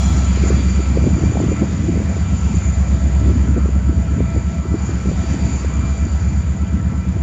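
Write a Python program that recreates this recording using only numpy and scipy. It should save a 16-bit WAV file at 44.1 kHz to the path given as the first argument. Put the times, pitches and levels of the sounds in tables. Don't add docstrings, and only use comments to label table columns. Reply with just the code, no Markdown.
import sys
import numpy as np
from scipy import signal
from scipy.io import wavfile

SR = 44100
rng = np.random.default_rng(int(sys.argv[2]) if len(sys.argv) > 2 else 0)


def file_out(sig):
    cols = np.atleast_2d(sig).T
    lim = np.clip(cols, -1, 1)
    pcm = np.round(lim * 32767).astype(np.int16)
    wavfile.write(sys.argv[1], SR, pcm)


N = 318402
TIME = np.arange(N) / SR
CRANK_HZ = 8.392


# time in seconds, level in dB of the tone at 8 times the crank rate, and of the one at 9 times.
BOOM_LEVELS = [(0.0, -14.5, -32.0), (0.6, -14.0, -27.5), (1.05, -17.7, -23), (1.75, -36, -21.3),
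               (2.4, -19.3, -23.2), (3.15, -14.7, -21.6), (3.85, -15.9, -22.6), (4.7, -24.2, -25.5),
               (5.05, -22.4, -28.5), (5.8, -18.4, -23.7), (6.3, -19.8, -20), (6.65, -23, -21.5),
               (7.22, -24, -23)]
# multiple of the crank rate, level in dB.
DRONE_TONES = [(7, -36.5), (10, -35), (11, -28), (15, -40), (16, -39), (18, -41), (20, -32.5), (21, -36.5),
               (22, -30), (23, -42), (24, -32.5)]
# time in seconds, gain in dB.
DRONE_SWELL = [(0, 1), (1.2, 1), (2.4, 1), (3.5, -0.5), (4.4, 0.5), (5.2, -1), (5.8, -6.5), (6.5, 0),
               (7.22, -4.5)]

def engine(throb_at_s=0.068, silencer_hz=88, hunt_rad=0.02, waver_rad=0.3, fade_db=2.0):
    crank = 2 * np.pi * CRANK_HZ * (TIME - throb_at_s) + hunt_rad * drift(0.6)
    eighth_db, ninth_db = curves(BOOM_LEVELS)
    drone_db, = curves(DRONE_SWELL)
    exhaust = from_db(eighth_db) * np.cos(8 * crank) + from_db(ninth_db) * np.cos(9 * crank)
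    for multiple, level_db in DRONE_TONES:
        lag = 2 * np.pi / 3 * (multiple * CRANK_HZ > silencer_hz)
        phase = multiple * crank - lag + waver_rad * drift(0.76)
        exhaust += from_db(level_db + drone_db + fade_db * drift(1.0)) * np.cos(phase)
    return np.sqrt(2) * exhaust


# centre in seconds, half length in seconds,
# then the gain in dB for the whistle, for the whine and for the whine's octave.
TURBO_FLARES = [(0.473, 0.028, 5.5, -5, 3.3), (0.68, 0.32, 0, 7, 5.6), (1.193, 0.15, 0.5, 7.5, 3.5),
                (2.64, 0.15, 5, 0, 1), (4.344, 0.087, 1.5, 3.5, 3), (4.867, 0.049, 7.5, 4.5, 4),
                (5.322, 0.16, -2.5, 3, 5.5), (5.533, 0.096, 6.5, 7, 4.3), (5.87, 0.2, 2, 7.5, 1.5),
                (6.146, 0.1, 0, -3, 4.7), (6.4, 0.26, 2.5, 1, 2)]

def flares():
    return sum(np.outer(gains_db, bump(at_s, half_s)) for at_s, half_s, *gains_db in TURBO_FLARES)


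# pitch in Hz, width in Hz, relative level in dB.
WHINE_TONES = [(2357, 9, -6), (2369, 9, -3), (2375, 45, -7)]
# pitch in Hz, width in Hz, relative level in dB.
OCTAVE_TONES = [(4507, 18, -14), (4587, 30, -7.5), (4655, 22, -4.5), (4690, 120, -5)]

def turbo_whine():
    _, whine_db, octave_db = flares()
    whine = from_db(whine_db + 0.4 * drift(16)) * narrow_tones(WHINE_TONES, steady=0.41)
    octave = from_db(octave_db) * narrow_tones(OCTAVE_TONES, steady=0.075)
    return carried(-52.5, share=0.45) * whine + carried(-54.5, share=0.94) * octave


# pitch in Hz, width in Hz, relative level in dB.
WHISTLE_TONES = [(6630, 410, -8.5), (7070, 170, -1.5), (7100, 210, -4.5)]

def turbo_whistle(flicker_db=1.5, pulse_db=0.8):
    flare_db, _, _ = flares()
    pulse = np.cos(2 * np.pi * 3 * CRANK_HZ * TIME)
    whistle = low_pass(narrow_tones(WHISTLE_TONES, steady=0), hz=7180, order=16)
    movement = from_db(flare_db + flicker_db * drift(60) - pulse_db * pulse)
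    return carried(-42.5, share=1) * movement * whistle


# frequency in Hz, relative noise density in dB.
ROAR_SPECTRUM = [(200, 5.5), (450, 3), (650, 1.5), (850, -0.5), (1100, -1), (1400, -3), (1800, -5.5),
                 (2350, -18.5), (2800, -13), (4000, -26)]
# frequency in Hz, relative noise density in dB.
HISS_SPECTRUM = [(1500, -5), (2300, 7.5), (2700, 2), (3300, 0.5), (4000, 6.5), (5200, 0.5), (6400, -3.5),
                 (7200, -9), (7800, -12), (9000, -38.5), (11000, -31), (15000, -33.5)]

def fans():
    roar = coloured_noise(ROAR_SPECTRUM, flicker_db=2.0, flicker_hz=4.2)
    air = coloured_noise(HISS_SPECTRUM, flicker_db=1.7, flicker_hz=5.1)
    hiss = low_pass(air, hz=7020, order=8) + from_db(-5.5) * air
    _, _, octave_db = flares()
    lift = from_db(0.13 * octave_db)
    return carried(-36, share=0.49) * roar + carried(-43.5, share=0.94) * lift * hiss


# pitch in Hz, width in Hz, relative level in dB.
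BLOWER_TONES = [(1326.5, 6, -3.5), (1338, 6, -6), (1335, 45, -9)]
# time in seconds, gain in dB.
BLOWER_LEVELS = [(0, 3), (0.2, 5), (0.8, 3), (1.1, -3), (1.5, 3), (1.75, -4), (2.3, 3), (2.75, -0.5),
                 (3.4, 2), (3.95, 0.5), (4.5, 0), (5.55, 0.5), (6.0, -2), (6.5, -2.5), (6.8, 1), (7.22, -1)]

def blower(level_db=-45.5):
    swell_db, = curves(BLOWER_LEVELS)
    return from_db(level_db + swell_db + 0.4 * drift(16)) * narrow_tones(BLOWER_TONES, steady=0.41)


# pitch in Hz, width in Hz, level in dB before the overall gain.
GEAR_TONES = [(663, 7, -47.5), (949, 12, -58), (1519, 7, -59.5), (1990, 14, -55)]

def gears():
    return carried(1.1, share=-0.064) * narrow_tones(GEAR_TONES, steady=0.45)


# time in seconds, strength in dB.
WIND_STRENGTH = [(0, -1), (1.0, -0.5), (1.5, 0), (1.95, 4), (2.2, -2.5), (2.9, -1), (3.5, 3.5), (3.85, 0),
                 (4.5, -1.5), (5.4, 1.5), (6.0, -2.5), (7.22, -1.5)]
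# centre in seconds, half length in seconds, strength in dB.
WIND_GUSTS = [(0.487, 0.072, 1), (0.969, 0.029, 7), (1.066, 0.038, 7), (1.24, 0.12, 4), (1.445, 0.11, 5),
              (1.628, 0.019, 8.5), (1.92, 0.061, 1), (3.578, 0.015, 5.5), (4.183, 0.09, 2),
              (4.368, 0.037, 2), (4.734, 0.048, 3), (5.092, 0.027, 4.5), (7.16, 0.014, 5)]
# frequency in Hz, relative noise density in dB.
RUMBLE_SPECTRUM = [(25, -20.5), (40, -21.5), (52, -5), (65, -5.5), (90, 0), (130, -2.5), (190, -6),
                   (250, -10.5), (340, -30.5), (500, -44.5)]
# frequency in Hz, relative noise density in dB.
FLUTTER_SPECTRUM = [(150, -13), (230, 5), (320, 5), (400, -16), (500, -7), (700, -23), (1100, -47.5)]

def gusts(rumble_db=-22.5, flutter_db=-37, unrest_db=1.8, lumpy_db=3.0):
    wind_db, = curves(WIND_STRENGTH)
    breeze = from_db(wind_db + unrest_db * drift(6.5))
    gust_power = sum((from_db(db) * bump(at_s, half_s)) ** 2 for at_s, half_s, db in WIND_GUSTS)
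    wind = np.sqrt(breeze ** 2 + gust_power)
    rumble = from_db(rumble_db) * wind * coloured_noise(RUMBLE_SPECTRUM, flicker_db=2.0, flicker_hz=18)
    lumps = from_db(flutter_db + lumpy_db * drift(25)) * wind ** 2.4
    flutter = lumps * coloured_noise(FLUTTER_SPECTRUM, flicker_db=1.0, flicker_hz=40)
    return low_pass(rumble, hz=420, order=4) + low_pass(flutter, hz=890, order=4)


# centre in seconds, level in dB, pitch in Hz, half length in cycles.
STRONG_EDDIES = [(0.375, -15.5, 390, .45), (0.439, -11.5, 334, 0.57), (0.462, -18, 396, .45),
                 (0.506, -8.5, 407, 0.52), (0.524, -12, 347, 0.43), (0.794, -18, 380, .55),
                 (0.805, -14.5, 336, 0.62), (0.950, -24, 325, 0.73), (0.974, -8, 424, 0.49),
                 (1.041, -16, 365, 0.54), (1.069, -10, 373, .45), (1.185, -14.5, 320, 0.81),
                 (1.239, -9.5, 342, 0.49), (1.322, -18.5, 387, .6), (1.357, -14.5, 445, .5),
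                 (1.372, -13, 700, 0.57), (1.402, -10, 560, 0.32), (1.416, -11.5, 352, 0.7),
                 (1.439, -8, 330, 0.62), (1.482, -13, 440, 0.18), (1.492, -13, 300, 0.44),
                 (1.519, -13, 400, 0.53), (1.528, -17, 455, 0.44), (1.622, -9.5, 320, 0.46),
                 (1.637, -17, 420, 0.26), (1.788, -26, 326, 0.97), (1.891, -10.5, 332, 1.7),
                 (1.958, -20, 411, 0.41), (1.975, -17.5, 400, .6), (2.003, -17.5, 433, 0.46),
                 (2.168, -15, 348, 0.33), (2.544, -17, 328, 0.89), (3.478, -14.5, 342, 0.34),
                 (3.565, -15, 380, 0.36), (3.659, -16, 340, 0.48), (3.691, -17.5, 363, .6),
                 (3.896, -12.5, 291, 0.83), (3.928, -19, 352, .55), (4.206, -10, 400, 0.31),
                 (4.363, -17, 527, 0.41), (4.377, -19.5, 360, 0.58), (4.657, -20, 338, 0.78),
                 (4.743, -10.5, 317, 0.41), (4.752, -14.5, 345, 0.93), (4.895, -15.5, 327, 0.49),
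                 (5.059, -16, 376, .5), (5.080, -22.5, 355, 1), (5.116, -17, 395, 0.4),
                 (5.241, -21, 344, 1.1), (5.648, -15, 393, 0.36), (6.069, -17.5, 335, 0.37),
                 (6.635, -24, 310, 1.2), (7.171, -24, 332, 0.97)]
# frequency in Hz, relative noise density in dB.
WAKE_SPECTRUM = [(300, 9.5), (500, -3.5), (700, -7), (900, -12), (1200, -26.5)]

def eddies(push_db=-10, wake_db=-19.5, wake_half_s=0.0035):
    slaps, wake = np.zeros(N), np.zeros(N)
    rows = list(STRONG_EDDIES) + small_eddies()
    for (at_s, level_db, hz, half_cycles), turn in zip(rows, rng.random(len(rows))):
        near = slice(max(0, int((at_s - 0.03) * SR)), int((at_s + 0.03) * SR))
        offset_s = TIME[near] - at_s
        swell = 1 / np.cosh(np.clip(offset_s * hz / half_cycles, -20, 20))
        phase = 2 * np.pi * (offset_s * hz + turn)
        push = from_db(push_db) * np.cos(phase / 2)
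        slaps[near] += from_db(level_db) * swell * (np.cos(phase) + push)
        wake[near] += from_db(level_db + wake_db) * np.exp(-(offset_s / wake_half_s) ** 2)
    return slaps + wake * coloured_noise(WAKE_SPECTRUM, flicker_db=3.0, flicker_hz=6.3)


def small_eddies(base_per_s=3.3, base_db=-27.5, hz=345, pitch_spread=0.063, half_cycles=0.4):
    wind_db, = curves(WIND_STRENGTH)
    arrivals = np.flatnonzero(rng.random(N) < base_per_s * from_db(wind_db) / SR)
    return [(TIME[i], base_db + wind_db[i], hz * np.exp(pitch_spread * detune), half_cycles)
            for i, detune in zip(arrivals, rng.standard_normal(N))]


# pitch in Hz, width in Hz, starting level in dB.
WHEEL_MODES = [(3210, 15, -56), (3343, 25, -45), (4118, 12, -50), (4125, 70, -49.5), (5626, 14, -54),
               (5900, 25, -50), (8210, 10, -66), (10300, 60, -71), (11770, 25, -70), (12650, 60, -73)]
# frequency in Hz, relative noise density in dB.
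SCRAPE_SPECTRUM = [(3000, -8), (4200, -1), (6000, 9), (8300, -4), (10000, -23.5), (12500, -25),
                   (15000, -27)]

def wheel_squeal(ring_t60_s=2.9, scrape_t60_s=1.3, scrape_db=-40, flicker_db=2.0):
    modes = sum(from_db(-flicker_db * drift(25)) * narrow_tones([mode], steady=0.81)
                for mode in WHEEL_MODES)
    ring = from_db(-60 * TIME / ring_t60_s) * modes
    scrape = coloured_noise(SCRAPE_SPECTRUM, flicker_db=3.5, flicker_hz=70)
    return ring + from_db(scrape_db - 60 * TIME / scrape_t60_s) * scrape


def chirp(at_s=1.855, half_s=0.018, level_db=-68, hz=9900, width_hz=250):
    return bump(at_s, half_s) * narrow_tones([(hz, width_hz, level_db)], steady=0)


# frequency in Hz, relative noise density in dB.
TICK_SPECTRUM = [(4000, -9), (6000, -2), (8500, -10), (11000, -17), (14000, -24)]

def tick(at_s=1.11, half_s=0.004, level_db=-51):
    return from_db(level_db) * bump(at_s, half_s) * coloured_noise(TICK_SPECTRUM)


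def microphone_hiss(level_db=-70.5):
    return from_db(level_db) * rng.standard_normal(N)


# time in seconds, gain in dB.
BREEZE_CARRY = [(0, 6.5), (0.5, 5.5), (0.95, 2), (1.4, 2.5), (1.95, 0.5), (2.55, 1.5), (2.85, 0.5),
                (3.2, 0.5), (3.85, -4.5), (4.35, -2.5), (4.7, -3.5), (4.9, 0), (5.3, 2.5), (5.75, 0),
                (6.1, -1.5), (6.7, -6), (7.22, -6)]

def carried(level_db, share):
    carry_db, = curves(BREEZE_CARRY)
    return from_db(level_db + share * carry_db)


def narrow_tones(rows, steady, blur_hz=18):
    tones = 0
    for hz, width_hz, level_db in rows:
        core_share = steady / (1 + (width_hz / blur_hz) ** 2)
        phase = 2 * np.pi * (hz * TIME + rng.random())
        core = np.sqrt(2 * core_share) * np.cos(phase)
        blur = drift(0.75 * width_hz) * np.cos(phase) + drift(0.75 * width_hz) * np.sin(phase)
        tones += from_db(level_db) * (core + np.sqrt(1 - core_share) * blur)
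    return tones


def coloured_noise(spectrum, flicker_db=0, flicker_hz=20):
    hz, level_db = np.transpose(spectrum)
    edges = 20 * 2 ** (np.arange(30) / 3)
    white, noise = rng.standard_normal((2, N)), 0
    for k, (low, high) in enumerate(zip(edges, edges[1:])):
        centre, flicker = np.sqrt(low * high), drift(flicker_hz)
        if high > hz[0] and low < hz[-1]:
            band_pass = signal.butter(2, [low, high], "band", fs=SR, output="sos")
            band = signal.sosfilt(band_pass, white[k % 2])
            band_db = np.interp(np.log(centre), np.log(hz), level_db)
            noise += band * from_db(band_db + flicker_db * flicker)
    return unit_rms(noise)


def drift(rate_hz, step=20, run_in=4000):
    pole = np.exp(-2 * np.pi * rate_hz * step / SR)
    white = rng.standard_normal(N // step + run_in + 2)
    slow = signal.lfilter([1], [1, -2 * pole, pole * pole], white)[run_in:]
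    return np.interp(np.arange(N) / step, np.arange(len(slow)), unit_rms(slow))


def curves(rows):
    times_s, *columns = np.transpose(rows)
    return [np.interp(TIME, times_s, column) for column in columns]


def bump(at_s, half_s):
    return np.exp(-((TIME - at_s) / half_s) ** 2)


def low_pass(x, hz, order):
    return signal.sosfilt(signal.butter(order, hz, fs=SR, output="sos"), x)


def from_db(db):
    return 10 ** (np.asarray(db) / 20)


def unit_rms(x):
    return x / np.sqrt(np.mean(x ** 2) + 1e-20)


def scene(port_cut_hz=41):
    locomotives = engine() + fans() + gears() + blower() + turbo_whine() + turbo_whistle()
    yard = locomotives + wheel_squeal() + chirp() + tick()
    port = signal.butter(2, port_cut_hz, "high", fs=SR, output="sos")
    wind = signal.sosfilt(port, gusts() + eddies())
    return (yard + wind + microphone_hiss())[None]


def record(dry, cutoff_hz=15500):
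    rounded = dry / (1 + dry ** 10) ** (1 / 10)
    return signal.sosfilt(signal.ellip(10, 0.1, 80, cutoff_hz, fs=SR, output="sos"), rounded)


dry = scene()
out = record(dry)
file_out(out)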